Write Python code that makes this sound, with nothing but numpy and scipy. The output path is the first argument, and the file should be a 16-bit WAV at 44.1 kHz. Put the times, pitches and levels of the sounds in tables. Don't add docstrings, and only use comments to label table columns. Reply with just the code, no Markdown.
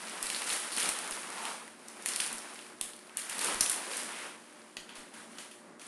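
import sys
import numpy as np
from scipy import signal
from scipy.fft import rfft, irfft
from scipy.io import wavfile

SR = 44100
rng = np.random.default_rng(int(sys.argv[2]) if len(sys.argv) > 2 else 0)


def waveform_to_disk(signal):
    frames = np.transpose(np.atleast_2d(signal))
    scaled = np.clip(frames, -1, 1) * 32767
    samples = np.round(scaled).astype(np.int16)
    wavfile.write(sys.argv[1], SR, samples)


N = 258867
TIME = np.arange(N) / SR

# (time [s], flow level [dB])
LITTER_FLOW = [(0, -47.5), (.58, -44.5), (.74, -46), (.86, -40.5), (1.0, -44.5), (1.27, -49), (1.36, -46.5),
               (1.48, -43.5), (1.76, -61.5), (2.22, -46.5), (2.45, -52), (2.63, -53), (2.77, -61),
               (3.14, -61), (3.48, -38.5), (3.59, -44), (4.26, -49), (4.39, -60), (4.58, -60.5), (4.7, -62)]
EMPTY_S = LITTER_FLOW[-1][0]


def undb(db):
    return 10 ** (np.asarray(db) / 20)


def unit(x):
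    return x / np.sqrt(np.mean(x ** 2))


def add(track, s, x):
    i = int(s * SR)
    track[i:i + len(x)] += x[:N - i]


def colour(x, spectrum):
    hz, db = np.transpose(spectrum)
    size = 2048
    f = np.maximum(np.fft.rfftfreq(size, 1 / SR), 1)
    magnitude = undb(np.interp(np.log(f), np.log(hz), db))
    cepstrum = irfft(np.log(magnitude))
    cepstrum[1:size // 2] *= 2
    cepstrum[size // 2 + 1:] = 0
    response = irfft(np.exp(rfft(cepstrum)))
    return unit(signal.fftconvolve(x, response)[:len(x)])


def ring(x, hz, width_hz):
    return signal.lfilter(*signal.iirpeak(hz, hz / min(width_hz, SR / 4), fs=SR), x)


def walk(rate):
    knots = rng.standard_normal(1024)
    return np.interp(TIME * rate, np.arange(len(knots)), knots)


def grains(rate, spread_db):
    hit = rng.random(N) < rate / SR
    size = undb(spread_db * np.minimum(rng.exponential(size=N), 4.5))
    return hit * size * rng.choice([-1, 1], N)


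def shower(rate, spread_db, wash_db):
    return unit(unit(grains(rate, spread_db)) + undb(wash_db) * rng.standard_normal(N))


def slips(ms, decay):
    t_ms = np.arange(SR // 20) * 1000 / SR
    fade = np.exp(-t_ms / (decay * max(ms, .2)))
    phase = np.angle(rfft(rng.standard_normal(len(t_ms)) * fade))
    burst = irfft(np.exp(1j * phase), len(t_ms)) * np.sqrt(fade)
    return burst / np.linalg.norm(burst)


def click(crisp_db, body_db, ms, modes, decay, thud_db):
    # (frequency [Hz], relative level [dB])
    crack_spectrum = [(1500, -20), (4000, -21), (6000, -9), (7600, -5.5), (8600, -1.5), (9500, 5),
                      (10400, -1.5), (11200, -6.5), (12300, -13)]
    push = slips(ms, decay)
    top = colour(slips(ms, decay), crack_spectrum)
    body = sum(undb(db) * ring(ring(push, hz, width_hz), hz, 3 * width_hz) for hz, width_hz, db in modes)
    thud = ring(ring(slips(ms, decay), 450, 1400), 450, 1400)
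    parts = ((top, crisp_db), (body, body_db), (thud, body_db + thud_db))
    return sum(part / np.linalg.norm(part) * undb(db) for part, db in parts) * np.sqrt(SR / 1000)


def strokes(table, attack_s, fade_db_per_s):
    power = np.zeros(N)
    for s, hold_s, db in table:
        attack = np.clip((TIME - s) / attack_s + .5, 0, 1)
        fade_db = fade_db_per_s * np.maximum(TIME - s - hold_s, 0)
        power += (attack * undb(db - fade_db)) ** 2
    return np.sqrt(power)


def motions():
    # (time [s], hold [s], level [dB])
    crumples = [(0.225, 0.2, -43.5), (0.465, 0.014, -38.5), (0.497, 0.065, -39.5), (0.772, 0.07, -37),
                (1.11, 0.018, -45.5), (2.058, 0.046, -40), (2.2, 0.017, -38.5), (2.812, .03, -49.5),
                (3.17, 0.024, -44), (3.295, 0.024, -43.5), (3.405, 0.071, -38.5), (3.61, 0.04, -39.5),
                (3.70, 0.0081, -56), (3.905, 0.091, -42.5)]
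    # (time [s], hold [s], level [dB])
    scrapes = [(4.955, 0.02, -52), (5.135, 0.08, -54.5), (5.3, 0.088, -59.5), (5.384, 0.019, -50.5),
               (5.51, 0.019, -60), (5.803, 0.089, -54)]
    flow_db = np.interp(TIME, *np.transpose(LITTER_FLOW))
    fade_db = 9.5 * np.maximum(TIME - EMPTY_S, 0)
    return np.array([undb(flow_db - fade_db),
                     strokes(crumples, attack_s=0.014, fade_db_per_s=88),
                     strokes(scrapes, attack_s=0.021, fade_db_per_s=84)])


def driven(motion, flow_db, crumple_db, scrape_db):
    return 10 * np.log10(undb([flow_db, crumple_db, scrape_db]) ** 2 @ motion ** 2 + 1e-12)


def tiles(x, wet_db, t60_low=0.24, t60_high=0.37, build_s=0.022, near_db=-4):
    t = np.arange(SR * 2 // 3) / SR
    echoes = rng.standard_normal(len(t)) * undb(6.4 * rng.standard_normal(len(t)))
    low = signal.sosfilt(signal.butter(1, 4000, fs=SR, output="sos"), echoes)
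    tail = low * undb(-60 * t / t60_low) + (echoes - low) * undb(-60 * t / t60_high)
    tail *= np.where(t < build_s, undb(near_db), 1)
    return x + undb(wet_db) * signal.fftconvolve(x, tail / np.linalg.norm(tail))[:N]


def fan():
    # (frequency [Hz], relative level [dB])
    air_spectrum = [(30, -51), (75, -45), (108, -12), (138, -21), (175, -3), (230, 1.5), (330, -2),
                    (600, -5), (1000, -7), (1800, -9.5), (3000, -23.5), (6500, -26), (9400, -24),
                    (12000, -50)]
    # (frequency [Hz], relative level [dB])
    hum = [(226.6, -67), (306.8, -70.5), (360.7, -66), (597.5, -69)]
    air = colour(rng.standard_normal(N), air_spectrum) * undb(-57.0 + 1.9 * walk(7.2))
    tones = np.zeros(N)
    for hz, db in hum:
        gain = undb(db - 0.5 + 2 * walk(11.0))
        tones += gain * np.sin(2 * np.pi * hz * TIME + 1.2 * walk(9))
    return air + np.sqrt(2) * tones


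def tray(decay_s=0.017):
    # (time [s], level [dB])
    bumps = [(0.22, -60), (0.495, -64), (0.882, -64), (1.102, -60), (2.322, -62), (2.808, -63),
             (3.535, -51), (3.59, -64), (4.78, -65), (4.97, -62)]
    # (frequency [Hz], relative level [dB])
    bump_spectrum = [(25, 6), (70, -5), (115, -9), (200, -18), (500, -33)]
    gain = np.zeros(N)
    for s, db in bumps:
        age = np.maximum(TIME - s, 0) / decay_s
        gain += undb(db) * age * np.exp(1 - age)
    return colour(rng.standard_normal(N), bump_spectrum) * gain


def scoop():
    # (time [s], crisp level [dB], body level [dB], nominal length [ms], cut-off [Hz])
    knocks = [(4.7684, -41.5, -30, 0.44, 4000), (4.7743, -50, -38.5, 2.5, 3600),
              (4.892, -49.5, -40, 0.81, 3500), (4.898, -50, -41.5, 8.5, 2100), (4.936, -62, -52, .7, 2500),
              (4.954, -43, -44, 1.9, 5000), (5.139, -45, -47, 3.2, 6000), (5.374, -48, -49, 1.1, 1500),
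              (5.384, -48, -36, 1.2, 9000), (5.387, -49, -44, .8, 9000), (5.5114, -43, -43.5, 5.2, 5000),
              (5.7958, -49, -46, 0.87, 8000), (5.815, -50, -45, 0.76, 7000)]
    # (frequency [Hz], bandwidth [Hz], relative level [dB])
    scoop_modes = [(1550, 460, -3), (1950, 360, 2.5), (2580, 490, 4), (3030, 530, 3.5), (4460, 340, 5),
                   (6200, 1400, 3), (7660, 1000, -13)]
    taps = np.zeros(N)
    for s, crisp_db, body_db, ms, contact_hz in knocks:
        modes = [(hz, width_hz, db - 10 * np.log10(1 + (hz / contact_hz) ** 4))
                 for hz, width_hz, db in scoop_modes]
        add(taps, s, click(crisp_db, body_db, ms, modes, decay=2.8, thud_db=-11))
    return tiles(taps, wet_db=-0.5)


def slides():
    # (peak time [s], time spread [s], frequency [Hz], bandwidth [Hz], level [dB])
    runs = [(1.46, 0.075, 905, 300, -44.5), (3.3, 0.11, 1680, 900, -52), (3.486, 0.042, 1290, 280, -42.5),
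            (3.5, 0.048, 446, 300, -45.5), (3.8, 0.023, 760, 350, -47), (3.92, 0.034, 520, 350, -48.5),
            (3.93, 0.025, 1620, 700, -48.5), (4.05, 0.11, 480, 342, -58.5),
            (4.21, 0.087, 2220, 1370, -47.5), (4.935, 0.049, 1280, 2170, -55.5),
            (5.185, 0.027, 1510, 700, -52.5)]
    sound = np.zeros(N)
    for s, spread_s, hz, width_hz, db in runs:
        impacts = grains(rate=4400, spread_db=-0.5)
        run = ring(ring(impacts, hz, width_hz), hz, 2 * width_hz)
        sound += unit(run) * undb(db) * np.exp(-.5 * ((TIME - s) / spread_s) ** 2)
    return sound


def litter(motion):
    # (frequency [Hz], relative level [dB])
    heap_spectrum = [(60, -31), (115, -40), (175, -8.5), (260, -5.5), (450, -3.5), (700, -3), (1000, 0),
                     (1400, -1.5), (1900, -6), (2600, -10.5), (4500, -31.5)]
    # (frequency [Hz], relative level [dB])
    rattle_spectrum = [(200, -56), (900, -10.5), (1600, 2.5), (2200, 2), (3000, 2.5), (4200, -1.5),
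                       (6000, -5.5), (9000, -15.5)]
    # (frequency [Hz], relative level [dB])
    crunch_spectrum = [(300, -51), (1300, -12), (2300, -1), (3300, -12), (4600, -4.5), (9000, -19)]
    patter = colour(shower(rate=2000, spread_db=2.5, wash_db=2.0), heap_spectrum)
    patter *= undb(driven(motion, flow_db=0, crumple_db=-16, scrape_db=-4) + 2.12 * walk(40))
    rattle = colour(shower(rate=900, spread_db=0.0, wash_db=6.0), rattle_spectrum)
    rattle *= undb(driven(motion, flow_db=-1.65, crumple_db=-4, scrape_db=-1) + 0.88 * walk(50))
    crunch = colour(grains(rate=380, spread_db=4.0), crunch_spectrum)
    crunch *= undb(driven(motion, flow_db=-7, crumple_db=-10, scrape_db=-17))
    return patter + rattle + crunch + slides()


def small_folds(rustle_db, per_s=16, scatter_db=3, scatter_octaves=0.6, count=200):
    times = np.cumsum(rng.uniform(0, 2, count)) / per_s
    folds = []
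    for s, (top, body, pitch) in zip(times, rng.standard_normal((count, 3))):
        if s < EMPTY_S:
            db = np.interp(s, TIME, rustle_db) - 5
            hz = min(3270 * 2 ** (scatter_octaves * pitch), SR / 6)
            folds.append((s, db + scatter_db * top, db + 1 + scatter_db * body, hz, 0.45))
    return folds


def bag(motion):
    # (frequency [Hz], relative level [dB])
    film_spectrum = [(1500, -32.5), (3000, -18.5), (5000, -12), (7200, -8.5), (8400, -5.5), (9400, -0.5),
                     (10400, -4), (11200, -11.5), (12300, -28)]
    # (time [s], relative crisp level [dB], relative body level [dB], mode [Hz], nominal length [ms])
    loud_folds = [(0.2275, -24, -34, 5200, 0.44), (0.2675, -31, -32, 4350, 0.49),
                  (0.3009, -29, -26.5, 3080, 0.4), (0.3472, -41, -27, 4050, 0.19),
                  (0.3623, -35, -32, 4420, .4), (0.366, -40, -38, 4600, .3), (0.3885, -37, -40, 6000, .25),
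                  (0.419, -33, -36, 3780, 0.27), (0.499, -44, -36, 2000, 0.47),
                  (0.501, -42, -26, 3500, 1.3), (0.512, -31, -37, 4500, 0.65), (0.529, -26, -33, 5700, 2.8),
                  (0.5658, -36, -38, 4300, .5), (0.601, -33, -46, 2000, 0.46), (0.7183, -28, -28, 4420, 18),
                  (0.765, -25.5, -41, 4500, 0.8), (0.7735, -33, -29, 3820, 0.82),
                  (0.7811, -26.5, -29.5, 2500, 1.6), (0.8, -25, -37, 2900, 3),
                  (0.827, -34, -28, 3320, 0.74), (0.8308, -27, -38, 2400, 0.71),
                  (0.8895, -21.5, -29, 3630, 2), (0.989, -30, -41, 4800, .4), (1.043, -41, -44, 4500, .4),
                  (1.1096, -29, -42, 5800, 0.48), (1.122, -42, -36, 5500, .4),
                  (1.4526, -32.5, -31.5, 2950, 0.66), (1.6786, -49, -43, 1900, 0.46),
                  (1.8832, -38.5, -39, 6400, 1.3), (2.0233, -40, -49, 4500, 0.49),
                  (2.0603, -22.5, -27.5, 1880, 0.17), (2.0874, -26, -32, 5560, 0.17),
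                  (2.136, -42, -31, 5100, 0.3), (2.161, -23, -31, 4040, 0.18),
                  (2.2016, -34, -24.5, 3000, 0.43), (2.204, -24.5, -30, 4600, 0.7),
                  (2.2392, -37, -34, 3800, 1.4), (2.3278, -28, -46, 1810, 0.78),
                  (2.3827, -36.5, -43, 5370, 0.36), (2.5903, -49, -40, 2900, 0.43),
                  (2.812, -23, -28.5, 3340, 0.39), (2.934, -60, -42.5, 3450, .6),
                  (2.9635, -44, -58, 6000, 0.3), (2.9914, -49, -48, 4570, .3), (3.0948, -57, -46, 2720, .4),
                  (3.171, -22.5, -37.5, 2700, 0.31), (3.1915, -35, -43, 2400, 0.34),
                  (3.2205, -45, -38.5, 4600, 0.54), (3.2966, -29, -36, 2500, 0.76),
                  (3.298, -43, -42, 6040, .4), (3.3826, -32, -46, 5000, .4), (3.391, -27, -30, 4440, 1.4),
                  (3.413, -28, -36, 3800, 2.2), (3.445, -21.5, -45, 3000, 0.74),
                  (3.608, -19, -18, 5400, 0.68), (3.6101, -17.5, -26, 5850, 0.87),
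                  (3.6112, -24, -30, 5300, 0.56), (3.631, -26, -49, 5000, 1.5), (3.639, -36, -45, 5500, .9),
                  (3.662, -40, -27, 3530, 0.52), (3.6962, -18.5, -31, 3600, 2), (3.714, -27, -37, 2000, .8),
                  (3.717, -24, -38, 2000, 1.7), (3.7277, -30, -47, 5000, .5), (3.9687, -27, -44, 5500, 1.5),
                  (4.0332, -36, -49, 5000, .4)]
    rustle_db = driven(motion, flow_db=-1, crumple_db=-0.5, scrape_db=-0.5)
    hiss = colour(shower(rate=1500, spread_db=0.5, wash_db=3.0), film_spectrum)
    hiss *= undb(rustle_db - 0.03 + 0.31 * walk(51))
    crinkles = colour(grains(rate=300, spread_db=16.0), film_spectrum) * undb(rustle_db - 12)
    snaps = np.zeros(N)
    for s, crisp_db, body_db, hz, ms in loud_folds + small_folds(rustle_db):
        panel = [(hz, 0.37 * hz, 0), (hz, 2 * hz, -13)]
        add(snaps, s, click(crisp_db + 0.95, body_db + 0.14, ms, panel, decay=3.46, thud_db=-18))
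    return hiss + crinkles + tiles(snaps, wet_db=-2.5)


def scene():
    motion = motions()
    return (fan() + litter(motion) + tray() + scoop() + bag(motion))[None]


def record(dry):
    return signal.sosfilt(signal.ellip(10, .2, 80, 12000, fs=SR, output="sos"), dry)


dry = scene()
out = record(dry)
waveform_to_disk(out)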